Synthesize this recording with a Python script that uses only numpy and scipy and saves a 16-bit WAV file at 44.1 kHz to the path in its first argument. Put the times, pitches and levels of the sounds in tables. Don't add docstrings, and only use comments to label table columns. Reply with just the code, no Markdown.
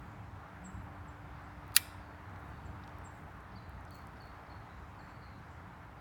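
import sys
import numpy as np
from scipy import signal
from scipy.fft import rfft, irfft, next_fast_len
from scipy.io import wavfile
from scipy.ndimage import uniform_filter1d, map_coordinates

SR = 44100
rng = np.random.default_rng(int(sys.argv[2]) if len(sys.argv) > 2 else 0)


def wav_record(signal):
    frames = np.transpose(np.atleast_2d(signal))
    bounded = np.clip(frames, -1, 1)
    quanta = np.round(bounded * 32767).astype(np.int16)
    wavfile.write(sys.argv[1], SR, quanta)


N = 264776

# time_s, rumble_db, tyre_db
ROAD_LEVELS = [(0.0, -48.5, -55), (0.45, -52, -54.5), (1.3, -50.5, -54), (2.26, -52, -53.5),
               (2.57, -49.5, -54), (6.0, -53, -55)]
# frequency_hz, level_db
RUMBLE_SPECTRUM = [(15, -65), (28, -28.5), (40, -10.5), (53, -8), (61, 3), (70, -2.5), (95, 1), (125, -6),
                   (160, -6.5), (215, -13.5), (450, -24), (900, -63)]
# frequency_hz, level_db
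TYRE_SPECTRUM = [(150, -31.5), (300, -6), (500, -5.5), (800, 2.5), (1400, -1), (2100, -9), (3000, -22),
                 (5000, -37.5)]
# frequency_hz, level_db
LEAF_SPECTRUM = [(1000, -24), (2500, 5.5), (4500, -1), (7000, -10.5), (10000, -24.5)]
# frequency_hz, level_db
HISS_SPECTRUM = [(2000, -16), (6000, 1), (8500, 1), (11500, -6), (14500, -4), (17200, -6)]
# time_s, level_db
HUM_LEVELS = [(0, -66.5), (1.3, -62.5), (2.8, -63), (3.3, -67), (6, -70.5)]
# peak_s, length_s, level_db
RUSTLE_SWELLS = [(.2, 0.55, -88), (4.82, 0.27, -83), (5.499, .4, -85.5)]
# start_s, peak_db, centre_hz, width_octaves
TICK_EVENTS = [(.743, -58, 7500, 1), (.835, -59, 14000, 1), (.955, -67, 4000, 1), (1.668, -59, 13000, 1.5),
               (1.6795, -51, 12000, 1.5), (1.717, -59, 14000, 1), (1.929, -55.5, 8000, 1),
               (2.297, -62, 6000, .6), (2.361, -54.5, 4510, 0.63), (2.452, -60, 13000, 0.94),
               (2.49, -59.5, 14000, 1), (2.8375, -50, 3920, 0.4), (2.842, -55, 4000, .5),
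               (2.8762, -53, 6500, .8), (2.8785, -45, 3100, .7), (2.894, -56, 4000, .6),
               (2.9858, -50, 13000, 1.4), (3.405, -56.5, 6020, 1), (3.695, -48, 14000, 1),
               (3.809, -58, 9000, .5), (3.852, -51, 5980, 1), (3.908, -45, 9070, 2.5),
               (3.947, -52, 12000, 1.6), (3.954, -58, 12000, 1.5), (3.985, -60.5, 10000, 1.5),
               (4.017, -57, 13000, 1), (4.071, -47.5, 6000, 1.5), (4.22, -54, 8980, 1.05),
               (4.257, -60.5, 9500, .6), (4.272, -55, 6000, 2)]
# start_s, length_s, climb_s, top_hz, held_hz, level_db
HIGH_NOTES = [(.637, 0.036, .008, 8020, 7430, -57.5), (1.072, 0.03, .002, 8000, 7280, -70),
              (1.43, .04, 0.0018, 8200, 7640, -80), (2.643, 0.036, .002, 8370, 7300, -72),
              (3.038, 0.034, .002, 8800, 7420, -61.5), (4.975, 0.1, .002, 7900, 7480, -86),
              (5.085, 0.036, 0.0021, 7920, 7470, -82)]
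# start_s, length_s, climb_s, top_hz, end_hz, level_db
HOOKED_NOTES = [(3.549, 0.047, 0.015, 4650, 4120, -66.5), (3.907, 0.056, 0.012, 4580, 4270, -67),
                (4.198, 0.045, .013, 4600, 4300, -67.5), (4.495, 0.041, .012, 4420, 4220, -68.5),
                (4.983, 0.036, .012, 4480, 4150, -72)]
# start_s, length_s, start_hz, end_hz, level_db
FAR_NOTES = [(2.005, 0.062, 4760, 4450, -80), (2.1, .05, 4500, 4460, -83), (2.233, .03, 4520, 4200, -76),
             (2.32, .04, 3720, 3690, -85), (2.42, .05, 3885, 3900, -78.5), (2.5, .09, 4500, 4470, -83),
             (4.251, .023, 4400, 3190, -71), (4.56, .07, 4280, 4150, -85), (4.685, .035, 3900, 3900, -79),
             (4.905, .035, 3760, 3620, -82), (5.02, .14, 4490, 4480, -82), (5.21, .035, 4660, 4070, -72),
             (5.298, 0.062, 4020, 4000, -82.5)]
# start_s, level_db, tilt_db_per_octave, rattle_t60_s
LID_CONTACTS = [(1.7215, -50, -9.5, .01), (1.743, -46.5, 1.5, .004), (1.7494, -35, -3.5, 0.0065),
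                (1.761, -46.5, -7.5, .01), (1.7636, -21, 5.5, 0.022), (1.7655, -21, 5, 0.025),
                (1.7656, -1, -1, 0.0045), (1.7653, -18.5, 4, 0.00797), (1.7678, -17, 2, .008)]
# centre_hz, width_hz, relative_level_db
CASE_MODES = [(1304, 170, -7), (1817, 130, 0.5), (1945, 45, -2.5), (2340, 8, -8), (2380, 35, -5),
              (2750, 200, -2), (3220, 120, -8.5), (4100, 750, -0.7), (4900, 420, -2), (6200, 690, -5),
              (8700, 380, -11.5), (10055, 450, -1.5), (12350, 320, -5), (15100, 455, -1), (15730, 370, -9),
              (16700, 450, -3)]
# frequency_hz, level_db
SNAP_POWER = [(800, -39.5), (1300, 2), (2400, 4.5), (5000, 2), (8000, -1.5), (10000, 1), (12000, 1.5),
              (17000, 4)]
# peak_s, peak_db, fade_db_per_s
CLOTH_STROKES = [(2.41, -76, 70), (3.15, -76, 120), (3.29, -81, 110.5), (3.94, -73, 80), (4.26, -83, 110),
                 (4.89, -86, 80)]
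# frequency_hz, t60_s
VEHICLE_DECAY = [(1000, 0.066), (3000, 0.062), (16000, 0.034)]
# frequency_hz, t60_s
TRUNK_DECAY = [(1000, 0.84), (4500, .6), (8000, 0.48), (16000, 0.22)]
# frequency_hz, t60_s
BRANCH_DECAY = [(3000, .12), (9000, 0.13)]

AIR_HZ = 17500
TOP_HZ, HEADROOM = 19084, .8
LEAVES_DB = -73.5
HUM_HZ, HUM_DRIFT_HZ = 293.9, 1.3
DRONE_DB, DRONE_SWING_DB, DRONE_PER_S = -68.5, 5, 4.5
STRAY_PER_S, STRAY_LOWEST_DB, STRAY_HZ = 1.5, -67, 11000
LEAD_BEFORE_S, LEAD_S, LEAD_TOP_HZ, LEAD_END_HZ, LEAD_DB = .033, 0.0127, 5500, 3500, -5
ONSET_S = .002
SWING_S, SWING_LENGTH_S, SWING_DB = 1.7505, .0128, -46.5
RATTLE = .07
BRUSH_RISE_DB_PER_S = 250


def amp(db):
    return 10 ** (np.asarray(db) / 20)


def unit(x):
    return x / np.sqrt(np.mean(x ** 2) + 1e-20)


def along(points, hz):
    f, v = np.transpose(points)
    return np.interp(np.log(hz + 1), np.log(f + 1), v)


def curves(rows):
    s, *columns = np.transpose(rows)
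    return [np.interp(np.arange(N) / SR, s, column) for column in columns]


def wobble(rate):
    knots = rng.standard_normal(int(N * rate / SR) + 4)
    return map_coordinates(knots, [np.arange(N) * rate / SR])


def ramp(s, length, attack, release):
    t = np.arange(N) / SR - s
    return np.clip(np.minimum(t / attack, (length - t) / release), 0, 1)


def sine(hz):
    return np.sqrt(2) * np.sin(2 * np.pi * np.cumsum(hz) / SR)


def filtered(x, response):
    m = next_fast_len(len(x) + 8192)
    return irfft(rfft(x, m) * response(np.fft.rfftfreq(m, 1 / SR)), m)[:len(x)]


def rush(spectrum, patchy_db):
    z = signal.stft(rng.standard_normal(N), nperseg=512)[2]
    field = uniform_filter1d(rng.standard_normal(z.shape), size=6, axis=0)
    field = uniform_filter1d(field, size=14, axis=1)
    patchy = signal.istft(z * amp(patchy_db * unit(field)), nperseg=512)[1][:N]
    return unit(filtered(patchy, lambda hz: amp(along(spectrum, hz)) * (hz < AIR_HZ)))


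def echoes(x, decays, delay):
    hz, t, z = signal.stft(rng.standard_normal(SR // 2), SR, nperseg=128)
    z = z * amp(-60 * t / along(decays, hz)[:, None]) * (hz < AIR_HZ)[:, None]
    tail = signal.istft(z, SR, nperseg=128)[1]
    delayed = np.pad(x, (round(delay * SR), 0))
    return signal.fftconvolve(delayed, tail / np.linalg.norm(tail))[:N]


def add(track, s, sound):
    part = track[round(s * SR):][:len(sound)]
    part += sound[:len(part)]


def road():
    rumble_db, tyre_db = curves(ROAD_LEVELS)
    rumble = amp(rumble_db + 0.83 * wobble(7.6)) * rush(RUMBLE_SPECTRUM, patchy_db=1.0)
    tyres = amp(tyre_db + .5 * wobble(4.5)) * rush(TYRE_SPECTRUM, patchy_db=0.88)
    return rumble + tyres


def leaves():
    return amp(LEAVES_DB + 0.807 * wobble(2.5)) * rush(LEAF_SPECTRUM, patchy_db=1.5)


def hum():
    level_db = curves(HUM_LEVELS)[0] + .8 * wobble(2.8)
    return amp(level_db) * sine(HUM_HZ + HUM_DRIFT_HZ * wobble(1.2))


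def drone():
    level = amp(DRONE_DB + DRONE_SWING_DB * wobble(DRONE_PER_S))
    return level * rush([(170, -36), (183, 9.5), (190, 11.0), (203, -48)], patchy_db=3.0)


def hiss():
    return amp(-86) * rush(HISS_SPECTRUM, patchy_db=1.5)


def rustle():
    t = np.arange(N) / SR
    level = sum(amp(db) * np.exp(-(2 * (t - s) / length) ** 2) for s, length, db in RUSTLE_SWELLS)
    airy = rush([(3500, -30), (5500, -3), (7300, 3), (8800, -12), (11000, -40)], patchy_db=3)
    return level * amp(2.5 * wobble(15)) * airy


def ticks():
    out, t = np.zeros(N), np.arange(400) / SR
    lead_in = 40
    when, size, pitch = rng.random((round(STRAY_PER_S * N / SR), 3)).T
    stray_s = .01 + when * (N / SR - .02)
    stray_hz = STRAY_HZ * 2 ** (pitch - .5)
    stray = zip(stray_s, STRAY_LOWEST_DB + 4 * size, stray_hz, np.ones(len(when)))
    for s, db, hz, octaves in [*TICK_EVENTS, *stray]:
        def band(f):
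            return np.exp(-(np.log2((f + 1) / hz) / octaves) ** 2) * (f < AIR_HZ)

        puff = 0.37 * amp(-60 * t / 0.0047) * rng.standard_normal(len(t))
        puff[0] = 1
        puff = filtered(np.pad(puff, (lead_in, 0)), band)
        add(out, s - lead_in / SR, amp(db) * puff / np.abs(puff).max())
    return out


def whistle(notes, fall_s, hook_hz, attack, release, flutter_db, waver_hz):
    out, waver, t = np.zeros(N), waver_hz * wobble(250), np.arange(N) / SR
    for s, length, climb, top_hz, end_hz, db in notes:
        age = np.clip(t - s, 0, length)
        fall = np.clip((age - climb) / min(fall_s, length - climb), 0, 1)
        glide = end_hz + (top_hz - end_hz) * (1 + np.cos(np.pi * fall)) / 2
        hook = hook_hz * np.clip(1 - age / climb, 0, 1) ** 2
        out += amp(db) * ramp(s, length, attack, release) * sine(glide - hook + waver)
    return out * amp(flutter_db * wobble(150))


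def high_bird():
    return whistle(HIGH_NOTES, fall_s=.018, hook_hz=500, attack=.015, release=.009,
                   flutter_db=0.5, waver_hz=40)


def far_bird():
    notes = [(s, length, ONSET_S, *rest) for s, length, *rest in FAR_NOTES]
    return whistle(notes, fall_s=0.0303, hook_hz=0, attack=.008, release=.011,
                   flutter_db=5.5, waver_hz=140)


def hooked_bird():
    leads = [(s - LEAD_BEFORE_S, LEAD_S, ONSET_S, LEAD_TOP_HZ, LEAD_END_HZ, db + LEAD_DB)
             for s, *_, db in HOOKED_NOTES]
    calls = whistle(HOOKED_NOTES, fall_s=0.0239, hook_hz=1000, attack=.008, release=.006,
                    flutter_db=3.0, waver_hz=70.1)
    return calls + whistle(leads, fall_s=LEAD_S, hook_hz=0, attack=.005, release=.003,
                           flutter_db=0.0, waver_hz=40)


def birds():
    high, far, hooked = high_bird(), far_bird(), hooked_bird()
    out = high + amp(-7) * echoes(high, TRUNK_DECAY, delay=0.0074)
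    out += hooked + amp(-6) * echoes(hooked, TRUNK_DECAY, delay=0.027)
    out += amp(-6) * echoes(high + hooked, BRANCH_DECAY, delay=.003)
    return out + amp(-4) * far + echoes(far, TRUNK_DECAY, delay=0.0043)


def case_modes(f):
    total = 0
    for k, (centre, width, db) in enumerate(CASE_MODES):
        damping = 1j * f * width
        total = total + (-1) ** k * amp(db) * damping / (centre * centre - f * f + damping)
    return total


def small_body(f):
    return (1j * f / (1j * f + 800)) ** 4 * amp(along([(17200, 4.5), (17700, -24), (19000, -28.5)], f))


def lid_snap():
    t = np.arange(SR // 4) / SR
    scrape = filtered(rng.standard_normal(N), lambda f: (case_modes(f) + 0.24) * (f < AIR_HZ))
    out = amp(SWING_DB) * ramp(SWING_S, SWING_LENGTH_S, attack=.0006, release=.0006) * unit(scrape)
    for s, db, tilt_db, t60 in LID_CONTACTS:
        def ringing(f):
            tilt = amp(tilt_db * np.log2(np.clip(f, 1000, SR) / 4000))
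            return tilt * (case_modes(f) + 0.18)

        blow = RATTLE * amp(-60 * t / t60) * rng.standard_normal(len(t))
        blow[0] = 1
        add(out, s, amp(db + 16.5) * filtered(blow, ringing))
    return filtered(out, small_body)


def main_blow():
    s, db = max(LID_CONTACTS, key=lambda row: row[1])[:2]
    impulse = amp(db) * signal.unit_impulse(N, round(s * SR))
    return filtered(impulse, lambda f: amp(along(SNAP_POWER, f)))


def lighter():
    snap, blow = lid_snap(), main_blow()
    near = amp(-3.5) * echoes(blow, VEHICLE_DECAY, delay=0.0023)
    return snap + near + amp(-19) * echoes(blow + amp(-11) * snap, TRUNK_DECAY, delay=.012)


def cloth():
    t = np.arange(N) / SR
    level = 0
    for s, db, fade_db in CLOTH_STROKES:
        below_peak_db = np.maximum(BRUSH_RISE_DB_PER_S * (s - t), fade_db * (t - s))
        level = level + amp(db - below_peak_db)
    crackle = amp(4 * wobble(300) + 2.5 * wobble(40))
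    return level * unit(crackle * rush([(2000, -32), (7000, 0), (14000, -4), (17200, 4)], patchy_db=3))


def scene():
    background = road() + leaves() + hum() + drone() + hiss()
    return (background + rustle() + ticks() + birds() + lighter() + cloth())[None]


def record(dry):
    rounded = dry[0] / (1 + np.abs(dry[0] / HEADROOM) ** 4) ** (1 / 4)
    return filtered(rounded, lambda hz: hz < TOP_HZ)[None]


dry = scene()
out = record(dry)
wav_record(out)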